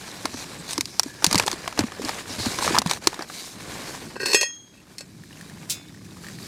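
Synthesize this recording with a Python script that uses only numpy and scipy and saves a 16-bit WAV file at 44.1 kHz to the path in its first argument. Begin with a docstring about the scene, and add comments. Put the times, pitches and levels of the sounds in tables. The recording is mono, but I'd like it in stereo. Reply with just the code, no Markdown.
"""On a grassy hilltop, hands crumple a stiff foil food pouch and a jacket sleeve rubs past.
A thin metal lid is dragged and knocked on its pot, then lifted off the boiling water; it touches a foil wind screen.
A low rumble of flame and water lies under it all. Rubs, hiss and rumble are shaped noise; snaps, knocks and drops
are decaying sines with bursts of noise. The sound is nearly mono, and the hardest snaps clip."""
import sys
import numpy as np
from scipy import signal
from scipy.fft import rfft, irfft, next_fast_len
from scipy.io import wavfile
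from scipy.ndimage import uniform_filter1d, map_coordinates

SR = 44100
rng = np.random.default_rng(int(sys.argv[2]) if len(sys.argv) > 2 else 0)


def store_wav(level_fs):
    """Save 16-bit WAV to argv[1]."""
    pcm = np.round(np.clip(np.atleast_2d(level_fs), -1, 1) * 32767)
    wavfile.write(sys.argv[1], SR, pcm.T.astype(np.int16))


N = 285518
TIME = np.arange(N) / SR  # s

# colour of bright foil noise: pitch_hz [Hz], gain_db [dB]
FOIL_COLOUR = [(1180, -38.5), (2000, -7.5), (3220, -11), (3580, -5.5), (5770, -3.5), (6470, -5.5),
               (10500, -12.5), (11600, -18), (15400, -25), (16500, -76)]


def amp(db):
    """Gain of a level in dB."""
    return 10 ** (np.asarray(db) / 20)


def unit(x):
    """x at rms 1."""
    return x / np.sqrt(np.mean(x ** 2) + 1e-20)


def along(points, hz):
    """Values at hz, read from (Hz, value) points on a log frequency axis."""
    point_hz, value = np.transpose(points)
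    return np.interp(np.log(hz + 1), np.log(point_hz + 1), value)


def curves(rows):
    """One value per sample for each column after the time."""
    s, *columns = np.transpose(rows)
    return [np.interp(TIME, s, column) for column in columns]


def between(rows):
    """Gain of a (s, dB) curve, silent outside it."""
    return amp(curves(rows)[0]) * (TIME > rows[0][0]) * (TIME < rows[-1][0])


def wobble(rate):
    """A smooth random curve, rate knots a second."""
    knots = rng.standard_normal(int(N * rate / SR) + 4)
    return map_coordinates(knots, [np.arange(N) * rate / SR])


def filtered(x, response):
    """x passed through a complex response of frequency."""
    m = next_fast_len(N + SR // 2)
    return irfft(rfft(x, m) * response(np.fft.rfftfreq(m, 1 / SR)), m)[..., :N]


def resonances(peaks):
    """Causal response of (Hz, width Hz, dB) resonances, alternating in sign."""
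    def response(f):
        total = 0
        for k, (centre, width, db) in enumerate(peaks):
            damping = 1j * f * width
            total = total + (-1) ** k * amp(db) * damping / (centre * centre - f * f + damping)
        return total
    return response


def causal(spectrum):
    """Minimum-phase response with the gain of (Hz, dB) points."""
    def response(hz):
        cepstrum = irfft(np.log(amp(along(spectrum, hz)) + 1e-6))
        half = len(cepstrum) // 2
        cepstrum[1:half] *= 2
        cepstrum[half + 1:] = 0
        return np.exp(rfft(cepstrum))
    return response


def rush(spectrum, patchy_db, grain_db, rate):
    """Coloured noise of rms 1, patchy in time and frequency, grainy at rate lumps a second."""
    grainy = rng.standard_normal(N) * amp(grain_db * wobble(rate))
    z = signal.stft(grainy, nperseg=512)[2]
    patches = uniform_filter1d(rng.standard_normal(z.shape), size=6, axis=0)
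    patches = uniform_filter1d(patches, size=8, axis=1)
    noise = signal.istft(z * amp(patchy_db * unit(patches)), nperseg=512)[1][:N]
    return unit(filtered(noise, lambda hz: amp(along(spectrum, hz))))


def scattered(x):
    """x with all its phases drawn anew."""
    z = signal.stft(x, nperseg=128)[2]
    return signal.istft(z * np.exp(2j * np.pi * rng.random(z.shape)), nperseg=128)[1][:N]


def add(track, s, sound):
    """Lay a sound on a track at time s."""
    spot = track[round(s * SR):][:len(sound)]
    spot += sound[:len(spot)]


def fading(t, t60, attack):
    """A quick rise and an exponential fall of 60 dB in t60."""
    return amp(-60 * t / np.abs(t60)) * (1 - np.exp(-t / attack))


def ringing(hz, db, t60, t, scatter_db):
    """Decaying modes at random phases, each at random 2 to 4 times scatter_db below its db."""
    luck = rng.random((len(hz), 2))
    level = amp(db[:, None] + scatter_db * (2 * luck[:, :1] - 4.0))
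    tone = np.sin(2 * np.pi * (hz[:, None] * t + luck[:, 1:]))
    return np.sum(level * fading(t, t60[:, None], .0003) * tone, axis=0)


def strokes(rows, shape):
    """Hiss and body gain of overlapping strokes, summed in power."""
    power = 0
    for start, end, hiss_db, body_db in rows:
        power = power + (amp([[hiss_db], [body_db]]) * shape(TIME, start, end)) ** 2
    return np.sqrt(power)


def rumble():
    """Low turbulent noise of the flame, and a narrower gurgle of boiling water once the pot is open."""
    # flame, boiling water and handling: start_s [s], level_db [dB]
    flame_level = [(0, -48), (.61, -44), (.9, -47.5), (1.41, -46.5), (1.53, -47), (2.34, -45), (2.76, -37),
                   (2.88, -42.5), (3.41, -50), (3.77, -41.5), (4.27, -45.5), (4.42, -57.5), (4.7, -55),
                   (5.24, -48.5), (5.97, -48.5), (6.47, -44)]
    # colour of the rumble: pitch_hz [Hz], level_db [dB per Hz]
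    flame_colour = [(13, -57.5), (22, -24), (27, -20), (70, -6.5), (140, -1.5), (180, -1), (240, -3.5),
                    (311, -2), (422, -11.5), (700, -43), (910, -60), (1540, -120)]
    # gurgle of the open pot, before its fade-in: start_s [s], level_db [dB]
    gurgle_level = [(4.45, -72), (4.65, -66), (5.0, -57), (5.1, -51), (5.65, -44), (5.83, -51.5),
                    (6.01, -43), (6.47, -47)]
    flame = rush(flame_colour, patchy_db=.5, grain_db=1, rate=25)
    bubbling = resonances([(90, 60, -3), (185, 90, .1)])
    gurgle = unit(filtered(rng.standard_normal(N), lambda hz: bubbling(hz) ** 2))
    opened = np.clip((TIME - gurgle_level[0][0]) / 0.38, 0, 1)  # fades in over 0.38 s
    return amp(curves(flame_level)[0]) * flame + amp(curves(gurgle_level)[0]) * opened * gurgle


def drops():
    """Bubbles and drops tick in the pot: a brief rising tone and a small spit of treble; fainter ones are random."""
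    # clear ticks: start_s [s], level_db [dB, before trims], pitch_hz [Hz, at onset]
    clear = [(4.8025, -40.5, 2610), (4.8683, -42, 1240), (5.236, -31.5, 1720), (5.3083, -36, 1720),
             (5.3283, -32.5, 2770), (5.3727, -34, 2650), (5.4106, -25.5, 1720), (5.4974, -31.5, 1720),
             (5.6251, -37, 2650), (5.8845, -36, 3620), (5.9464, -34, 1790), (6.0651, -39, 1630),
             (6.1085, -37, 3580), (6.1694, -31.5, 1140), (6.2447, -26, 1690), (6.2667, -26, 1750),
             (6.2851, -25, 1770), (6.3525, -33, 4300), (6.3864, -29.5, 1760), (6.4283, -28, 4500)]
    splash_db = -11.5
    luck = rng.random((70, 3))
    faint_s = 5.3 + 1.65 * luck[:, 0] ** .55  # thicker towards the end
    faint_db = -45 - 5 * np.log(luck[:, 1] + 0.14)
    faint_hz = 1100 * 4.5 ** luck[:, 2]
    tones, spit, t = np.zeros(N), np.zeros(N), np.arange(SR // 20) / SR
    for s, db, hz in [*clear, *zip(faint_s, faint_db, faint_hz)]:
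        rising = hz * t * (1 + 6 * t)  # a bubble's pitch climbs as it nears the surface
        add(tones, s, amp(db - 3.5) * fading(t, 0.017, 0.00025) * np.sin(2 * np.pi * rising))
        add(spit, s, amp(db + splash_db) * fading(t, 0.022, 0.00058) * rng.standard_normal(len(t)))
    return tones + filtered(spit, lambda hz: resonances([(4000, 8000, 2.5)])(hz) ** 2)


def screen():
    """The lid touches the wind screen, a thin sheet: many modes ring under a wash of treble."""
    # contacts: start_s [s], wash_db [dB], ring_db [dB, before mode levels]
    touches = [(5.691, -36, -50), (5.6975, -19, -25), (5.702, -21, -42), (5.707, -19, -38),
               (5.717, -24, -44), (6.045, -46, -50)]
    # modes of the sheet: pitch_hz [Hz], level_db [dB, before scatter], t60_s [s]
    sheet_modes = [(1420, -24, .4), (2127, -20, .8), (2231, -21, .8), (2290, -23, .6), (2504, -15, .4),
                   (2713, -9, .28), (3523, -12, .5), (3650, -13, .3), (3828, -14, .28), (3987, -11, .24),
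                   (4137, -14, .3), (4450, -13, .25), (4760, -9, .25), (4920, -12, .28), (5067, -8, .35),
                   (5350, -10, .25), (5750, -1, .08), (6210, -2, .13), (6784, -10, .33), (7273, -8, .2),
                   (7600, -8, .18), (7741, -10, .25), (8250, -9, .16), (8700, -9, .2), (9238, -5, .11),
                   (9932, -8, .13)]
    ring, wash, t = np.zeros(N), np.zeros(N), np.arange(SR // 2) / SR
    for s, wash_db, ring_db in touches:
        add(ring, s, amp(ring_db) * ringing(*np.transpose(sheet_modes), t, scatter_db=1.5))
        add(wash, s, amp(wash_db) * fading(t, 0.12, 0.00037) * rng.standard_normal(len(t)))
    return ring + filtered(wash, lambda hz: resonances([(5800, 7000, .1)])(hz) ** 2)


def sleeve_sweep():
    """Hiss and body gain of the jacket sleeve sweeping past, swelling and fading."""
    # sweeps: start_s [s], end_s [s], hiss_db [dB], body_db [dB]
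    sweeps = [(3.25, 3.57, -39, -46.5), (3.5, 4.2, -41, -39.5)]

    def swell(t, start, end):
        return np.abs(np.sin(np.pi * np.clip((t - start) / (end - start), 0, 1))) ** 0.74
    return strokes(sweeps, swell)


def crumpling():
    """Hiss and body gain of hands working the pouch: each stroke grips, holds and lets go exponentially."""
    # strokes: start_s [s], end_s [s], hiss_db [dB], body_db [dB]
    handling = [(-.05, .74, -45.5, -43.5), (.75, .815, -47.5, -45.5), (.37, .44, -40, -45.5),
                (.69, .74, -38, -58), (.88, 1.11, -48, -50.5), (1.14, 1.23, -47.5, -48),
                (1.23, 1.28, -41, -40), (1.28, 1.31, -42.5, -40), (1.31, 1.435, -38, -33.5),
                (1.468, 1.485, -38, -47), (1.5, 1.54, -42.5, -41.5), (1.54, 1.99, -47, -42.5),
                (1.785, 1.81, -37.5, -29.5), (1.99, 2.29, -46, -46), (2.02, 2.21, -40, -38),
                (2.28, 2.37, -38, -38.5), (2.39, 2.56, -33, -34.5), (2.58, 2.79, -35, -33),
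                (2.625, 2.665, -28, -32), (2.8, 2.86, -49, -45), (2.865, 2.975, -39, -40),
                (2.9, 2.92, -33, -32), (3.04, 3.09, -42.5, -39.5), (3.02, 3.24, -47, -42.5)]
    grip_s, let_go_s = 0.0091, 0.012  # time constants of rise and fall

    def hold(t, start, end):
        return np.exp(np.minimum(0, (t - start) / grip_s) + np.minimum(0, (end - t) / let_go_s))
    return strokes(handling, hold)


def rubbing():
    """Foil and cloth slide in countless tiny slips; a faint background hiss shares their colours."""
    # colours of hiss, treble sheen and body: pitch_hz [Hz], level_db [dB per Hz]
    hiss_colour = [(1350, -27.5), (2300, -0.5), (2910, -8.5), (3930, 2), (4490, 1), (4890, 1), (6800, -2),
                   (9000, -6), (11700, -15), (19800, -120)]
    sheen_colour = [(4410, -10.5), (7500, -7), (8410, -6.5), (9160, -9), (9910, -8), (14300, -13),
                    (15200, -17), (16000, -31)]
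    body_colour = [(260, -3.5), (450, 1), (961, -2), (1090, -1), (1300, -4.5), (1670, -1), (1890, -4),
                   (3300, -10), (4290, -23), (7260, -120)]
    # faint background hiss under it all, sinking after the lid knocks and rising again towards the end:
    # start_s [s], hiss_db [dB], body_db [dB]
    background_level = [(0, -50, -61), (4.3, -59, -52.5), (4.65, -62.5, -61), (4.95, -58.5, -58),
                        (5.24, -55.5, -58), (5.4, -51, -52), (5.69, -51.5, -49), (5.91, -56.5, -58),
                        (6.08, -56.5, -56), (6.28, -48.5, -48), (6.35, -50, -50.5), (6.47, -44, -48)]
    foil_sheen_db, cloth_sheen_db, background_sheen_db = -8.5, -6.5, -4.5  # relative to each one's hiss
    foil, sleeve, background = crumpling(), sleeve_sweep(), amp(curves(background_level))
    hiss, body = np.sqrt(foil ** 2 + sleeve ** 2 + background ** 2)
    sheen = np.linalg.norm([amp(foil_sheen_db) * foil[0],
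                            amp(cloth_sheen_db) * sleeve[0],
                            amp(background_sheen_db) * background[0]], axis=0)
    flutter = amp(0.99 * wobble(40) + 0.72 * wobble(12))
    layers = hiss * rush(hiss_colour, patchy_db=2.0, grain_db=2.0, rate=530)
    layers += sheen * rush(sheen_colour, patchy_db=0.0, grain_db=1.5, rate=890)
    layers += body * rush(body_colour, patchy_db=0.13, grain_db=3.0, rate=220)
    return flutter * layers


def squeak():
    """Fingers slide along the foil: breathy noise in one narrow resonance swells and fades with each slide."""
    # slides: start_s [s], end_s [s], pitch_hz [Hz], width_hz [Hz], level_db [dB]
    slides = [(0.32, 0.437, 5860, 1300, -44), (.58, .62, 8000, 1500, -47), (.7, .745, 8500, 2500, -43),
              (.89, 0.996, 5400, 1500, -47), (1.05, 1.234, 1690, 200, -50.5),
              (1.272, 1.313, 5770, 1200, -43), (2.294, 2.342, 5200, 1400, -37.5),
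              (2.394, 2.46, 4400, 1500, -33), (3.312, 3.468, 4000, 900, -46)]
    out = np.zeros(N)
    for start, end, centre_hz, width_hz, db in slides:
        resonance = resonances([(centre_hz, width_hz, 0)])
        band = unit(filtered(rng.standard_normal(N), lambda hz: resonance(hz) ** 2))
        swell = np.sin(np.pi * np.clip((TIME - start) / (end - start), 0, 1)) ** .5
        out += amp(db) * swell * (TIME < end) * band
    return out


def lid():
    """Knocks ring the lid and the pot's hollow; dragging feeds the seated lid with rough noise."""
    # lid against the pot: start_s [s], level_db [dB, before trims], hollow_db [dB, relative, before trim],
    # tilt_db [dB per octave], spot [0 rim - 1 seated]
    knocks = [(4.157, -32, -5, -12, 1), (4.163, -25.5, 0.5, -5, 1), (4.201, -19.5, -9, -10, 1),
              (4.231, -16, -8, -7, 1), (4.258, -9, -15, 4, .68), (4.279, -25, -9, -2, .67),
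              (4.316, -23, -21, 13, .85), (4.332, -5, -12, 2.5, 0.58), (4.345, 1.5, -7.5, 2.3, 0.042),
              (4.361, -25, -3, 4, .33), (4.411, -4.5, -17, 0.3, 0.13), (4.43, -9, -13, -1.5, .2),
              (4.739, -44, -20, -4, .3), (4.774, -40.5, -23, -3, .3), (4.982, -22, -23, 7, 0.69),
              (5.007, -23, -6.5, 2.5, 1)]
    # lid sliding on the rim: start_s [s], level_db [dB, before trims]
    drag = [(4.195, -35), (4.203, -27.5), (4.25, -27.5), (4.262, -18), (4.325, -26.5), (4.35, -21.5),
            (4.405, -25), (4.415, -16.5), (4.44, -33.5), (4.47, -46)]
    # modes of the free lid: pitch_hz [Hz], t60_s [s]
    lid_modes = [(1220, .6), (1490, .3), (1600, .3), (1880, .25), (1911, .3), (2485, .19), (2630, .12),
                 (2703, .24), (3258, .8), (3287, .75), (4205, .6), (4350, .1), (4651, .15), (4980, .07),
                 (5185, .22), (5320, .36), (5660, .07), (6350, .08), (6489, .58), (7150, .08), (7640, .2),
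                 (7740, .3), (7860, .15), (8272, .1), (8760, .1), (9150, .22), (11510, .2)]
    # strength of each of those modes: rim_db [dB, struck at the rim], seated_db [dB, struck while seated]
    mode_strength = [(-25, -35), (-33, -9), (-49, -1.5), (-3.5, -3), (-7, -26), (0, -6), (5.5, 3),
                     (-1, -21), (-15.5, -32), (-14, -26), (-20, -11), (0, 6.5), (-25, -8), (-23, -4),
                     (-2.5, -8), (-19, -1), (-19, -24), (-10, -7), (-3, -36), (-10, -14), (-10, -5.5),
                     (-29, -6), (-8, -17), (-17, -13), (-11, -15), (-14, -17), (-19, -32)]
    # air of the shut pot, air of the open pot, then its wall: pitch_hz [Hz], width_hz [Hz], level_db [dB]
    pot_notes = [(399, 62, 3), (560, 66, 1.5), (1030, 170, -5), (1700, 62, -8)]
    seated_damping = 4.8  # added to 1/t60 of a fully seated lid, 1/s
    ajar_s, opening_s = 4.36, 0.08  # the lid tips open and the pot's air note jumps up
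    (hz, t60), (rim_db, seated_db) = np.transpose(lid_modes), np.transpose(mode_strength)

    metal, crack, blows, t = np.zeros(N), np.zeros(N), np.zeros(N), np.arange(SR // 2) / SR
    for s, db, hollow_db, tilt_db, spot in knocks:
        noise = rng.standard_normal((2, len(t)))
        strength = (1 - spot) * rim_db + spot * seated_db
        strength = strength + tilt_db * np.log2(hz / 4000)  # a negative tilt makes a duller blow
        damped_t60 = 1 / (1 / t60 + seated_damping * abs(spot))
        add(metal, s, amp(db - 10.0) * ringing(hz, strength, damped_t60, t, scatter_db=3))
        add(crack, s, amp(db - 3.5 + 0.97 * tilt_db) * fading(t, 0.043, 0.00061) * noise[0])
        add(blows, s, amp(db + hollow_db + 25.0) * fading(t, 0.011, 0.00047) * noise[1])

    grit = rng.standard_normal(N) * amp(2.5 * wobble(300) + 3 * wobble(60))
    sliding = between(drag)
    seated_modes = list(zip(hz, np.full(len(hz), 80.), seated_db))  # each 80 Hz wide
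    scrape = amp(-5) * sliding * unit(filtered(grit, resonances(seated_modes)))

    push = blows + amp(7) * sliding * grit
    ajar = 0.24 + 0.58 * np.clip((TIME - ajar_s) / opening_s, 0, 1)
    shut_note, open_note, *wall = pot_notes
    shut_pot = filtered((1 - ajar) * push, resonances([shut_note, *wall]))
    open_pot = filtered(ajar * push, resonances([open_note, *wall]))
    hollow = amp(2.5) * (shut_pot - open_pot)
    return metal + scrape + hollow + filtered(crack + amp(-2) * sliding * grit, causal(FOIL_COLOUR))


def faint_snaps(count):
    """Small creases come thicker and louder where the crumpling is harder."""
    over_hiss_db, wall_db = 13, -6  # loudest one over the crumple hiss; wall knock, both before pouch trims
    luck, effort = rng.random((count, 3)), crumpling()[0]
    share = np.cumsum(effort ** 0.66)
    spot = np.searchsorted(share, luck[:, 0] * share[-1])
    db = 20 * np.log10(effort[spot]) + over_hiss_db - 4 * luck[:, 1]
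    return zip(spot / SR, db, 2600 * 2.6 ** luck[:, 2], np.full(count, wall_db))


def pouch():
    """A crease buckles: a few cycles at its own pitch, a fizzing tail and a knock in the wall; air is pushed out."""
    # loudest creases: start_s [s], level_db [dB, before trims], pitch_hz [Hz], wall_db [dB, relative, before trims]
    snaps = [(.255, -8.5, 4500, -8), (.1151, -28, 3700, -17), (.3412, -24, 5850, -6),
             (.7083, -14.5, 3800, -27), (.7174, -24, 4810, -25), (.7317, -12.5, 8700, -22),
             (.7792, -8.5, 5040, -11), (.8088, -4.5, 5460, -24), (.856, -17.5, 5000, -24),
             (.9955, 0.5, 5600, -16.5), (1.0328, -10.5, 5640, -20), (1.223, -25, 5640, 4),
             (1.2436, 6.5, 5860, -20.5), (1.2534, -14, 4340, -9), (1.265, -1, 4570, -24),
             (1.3117, -9, 4850, -12), (1.328, 0, 4800, -19), (1.3454, -7.5, 4300, -8.5),
             (1.3556, -2, 4280, -12), (1.3792, -4.5, 4700, -40), (1.3844, -4, 4920, -18),
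             (1.3976, -2, 2570, -8.5), (1.4154, -25, 2620, -14), (1.4245, -18, 3300, -22),
             (1.436, -23, 5030, -9.5), (1.464, -12, 8400, -14), (1.4704, -14.5, 2560, -7),
             (1.479, -7.5, 3320, -4.5), (1.5016, -28, 3780, -7), (1.5151, -10, 4870, -19),
             (1.5294, -15.5, 4450, -8.5), (1.6772, -12.5, 3070, -4), (1.726, -23.5, 2730, -4),
             (1.7761, -21.5, 2680, -3), (1.7909, -3.5, 4560, -10), (1.8067, -15.5, 2570, -6),
             (1.8366, -23, 2760, -2), (1.92, -25.5, 3330, -1.5), (2.0188, -24.5, 3780, -4),
             (2.049, -16.5, 5000, -20), (2.0847, -16.5, 3660, -7.5), (2.092, -12.5, 5270, -1.5),
             (2.3955, -29, 4000, -6), (2.4585, -13, 4500, -12), (2.5874, -13, 3600, -3.5),
             (2.6244, -25, 5640, 6.5), (2.6453, -13.5, 4670, -3.5), (2.6774, -15.5, 5740, 6),
             (2.6942, -19, 5320, -1.5), (2.7222, -20, 3560, -4), (2.7462, -15.5, 5200, 3.5),
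             (2.7533, -13.5, 4040, 1), (2.7653, -14, 2540, 2.5), (2.7784, -24, 4660, 15.5),
             (2.7856, 3.5, 5230, -21.5), (2.818, -12, 3960, -3.5), (2.861, -14.5, 4100, -2.5),
             (2.8722, -17, 4040, -26), (2.8968, -12, 4140, -10), (2.9117, -5, 4040, -11),
             (2.9342, -12, 3950, -14.5), (3.0717, 3.5, 4110, -17), (3.1298, -27.5, 4900, 2),
             (3.1428, -22, 3620, -8), (3.1917, -24.5, 5240, 0), (3.2087, -30.5, 5450, 8),
             (3.223, -18.5, 4700, -7), (3.2994, -31.5, 3800, 6.5)]
    # pouch walls: pitch_hz [Hz], width_hz [Hz], level_db [dB]
    panels = [(883, 590, 2.5), (2090, 1800, -6.5)]
    # air pushed out: start_s [s], level_db [dB, before trims], pitch_hz [Hz, at onset],
    # deep_db [dB, relative, before trim]
    thumps = [(.249, -24, 304, -21), (.344, -25.5, 280, -18), (.784, -18.5, 322, -24),
              (1.061, -26, 288, -31), (1.242, -20, 330, -29), (1.27, -22.5, 190, -12),
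              (1.317, -26, 227, -14), (1.344, -17, 319, -8.5), (1.357, -18.5, 201, -26),
              (1.399, -27, 507, -4), (1.461, -26, 406, -26), (1.533, -25, 337, -20), (1.792, -13, 313, -27),
              (1.804, -21.5, 234, -2), (1.839, -18, 249, -28), (1.996, -22, 445, -26),
              (2.01, -28, 282, -18), (2.041, -23.5, 293, -25), (2.054, -25, 290, -15),
              (2.303, -31, 294, -6), (2.383, -27.5, 234, -3), (2.398, -25.5, 335, -1),
              (2.465, -17.5, 258, -9.5), (2.59, -29, 328, -17), (2.665, -18.5, 567, -26),
              (2.685, -28, 174, -6), (2.707, -17.5, 358, -23), (2.732, -23.5, 242, -24),
              (2.789, -22, 242, -29), (2.86, -19, 187, -25), (3.071, -14.5, 360, -30),
              (3.192, -27, 348, -29)]
    fizz_t60, wall_centre_hz, wall_spread = 0.022, 1010, 0.11  # s, Hz; wall pitch scatters log-normally
    thump_cycles = 11.4  # onset-pitch cycles to fall 60 dB
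    tones, fizz, rattle = np.zeros((3, N))
    t = np.arange(SR // 16) / SR
    for s, db, hz, wall_db in [*snaps, *faint_snaps(count=45)]:
        noise = rng.standard_normal((2, len(t)))
        wall_hz = wall_centre_hz * np.exp(wall_spread * rng.standard_normal())
        crease = fading(t, 0.26 * fizz_t60, 0.00036) * np.sin(2 * np.pi * hz * t)
        wall = fading(t, 0.55 * fizz_t60, 0.00025) * np.sin(2 * np.pi * wall_hz * t)
        tail = amp(db) * fading(t, fizz_t60, 0.00054)
        click = amp(db - 0.2 * wall_db) * fading(t, 0.0034, .0001)
        add(tones, s, amp(db + 1.0) * crease)
        add(tones, s, amp(db + wall_db + 3) * wall)
        add(fizz, s, (tail + click) * noise[0])
        add(rattle, s, amp(db + wall_db + 9.5) * fading(t, 1.05 * fizz_t60, 0.00062) * noise[1])
    t = np.arange(SR // 8) / SR
    for s, db, hz, deep_db in thumps:
        sag = hz * t * (1 - 3.7 * t)  # the pocket slackens and its pitch sinks
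        add(tones, s, amp(db + 6.5) * fading(t, thump_cycles / hz, 0.0013) * np.sin(2 * np.pi * sag))
        add(tones, s, amp(db + deep_db + 11.5) * fading(t, 0.083, 0.012) * np.sin(2 * np.pi * 105 * t))
    return tones + filtered(fizz, causal(FOIL_COLOUR)) + filtered(rattle, resonances(panels))


def scene():
    """All sources in the middle; a faint phase-scattered trace of them differs between left and right."""
    # side of the steady sound below its middle: pitch_hz [Hz], level_db [dB]
    side_level = [(60, -33), (500, -31.5), (1200, -45), (14000, -69)]
    steady = rumble() + drops() + rubbing() + squeak()
    hits = screen() + lid() + pouch()
    side = filtered(scattered(steady), lambda hz: amp(along(side_level, hz)))
    side += amp(-38.5) * filtered(scattered(hits), lambda hz: hz > 2000)
    return steady + hits + np.array([side, -side])


def record(dry):
    """The deepest bass is cut, hard snaps clip, then everything above the band limit is removed."""
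    ceiling, top_hz = .9, 16645  # full scale, Hz
    lean = filtered(dry, lambda hz: (1j * hz / (25 + 1j * hz)) ** 2)
    clipped = lean / (1 + np.abs(lean / ceiling) ** 8) ** (1 / 8)
    return filtered(clipped, lambda hz: hz < top_hz)


dry = scene()
out = record(dry)
store_wav(out)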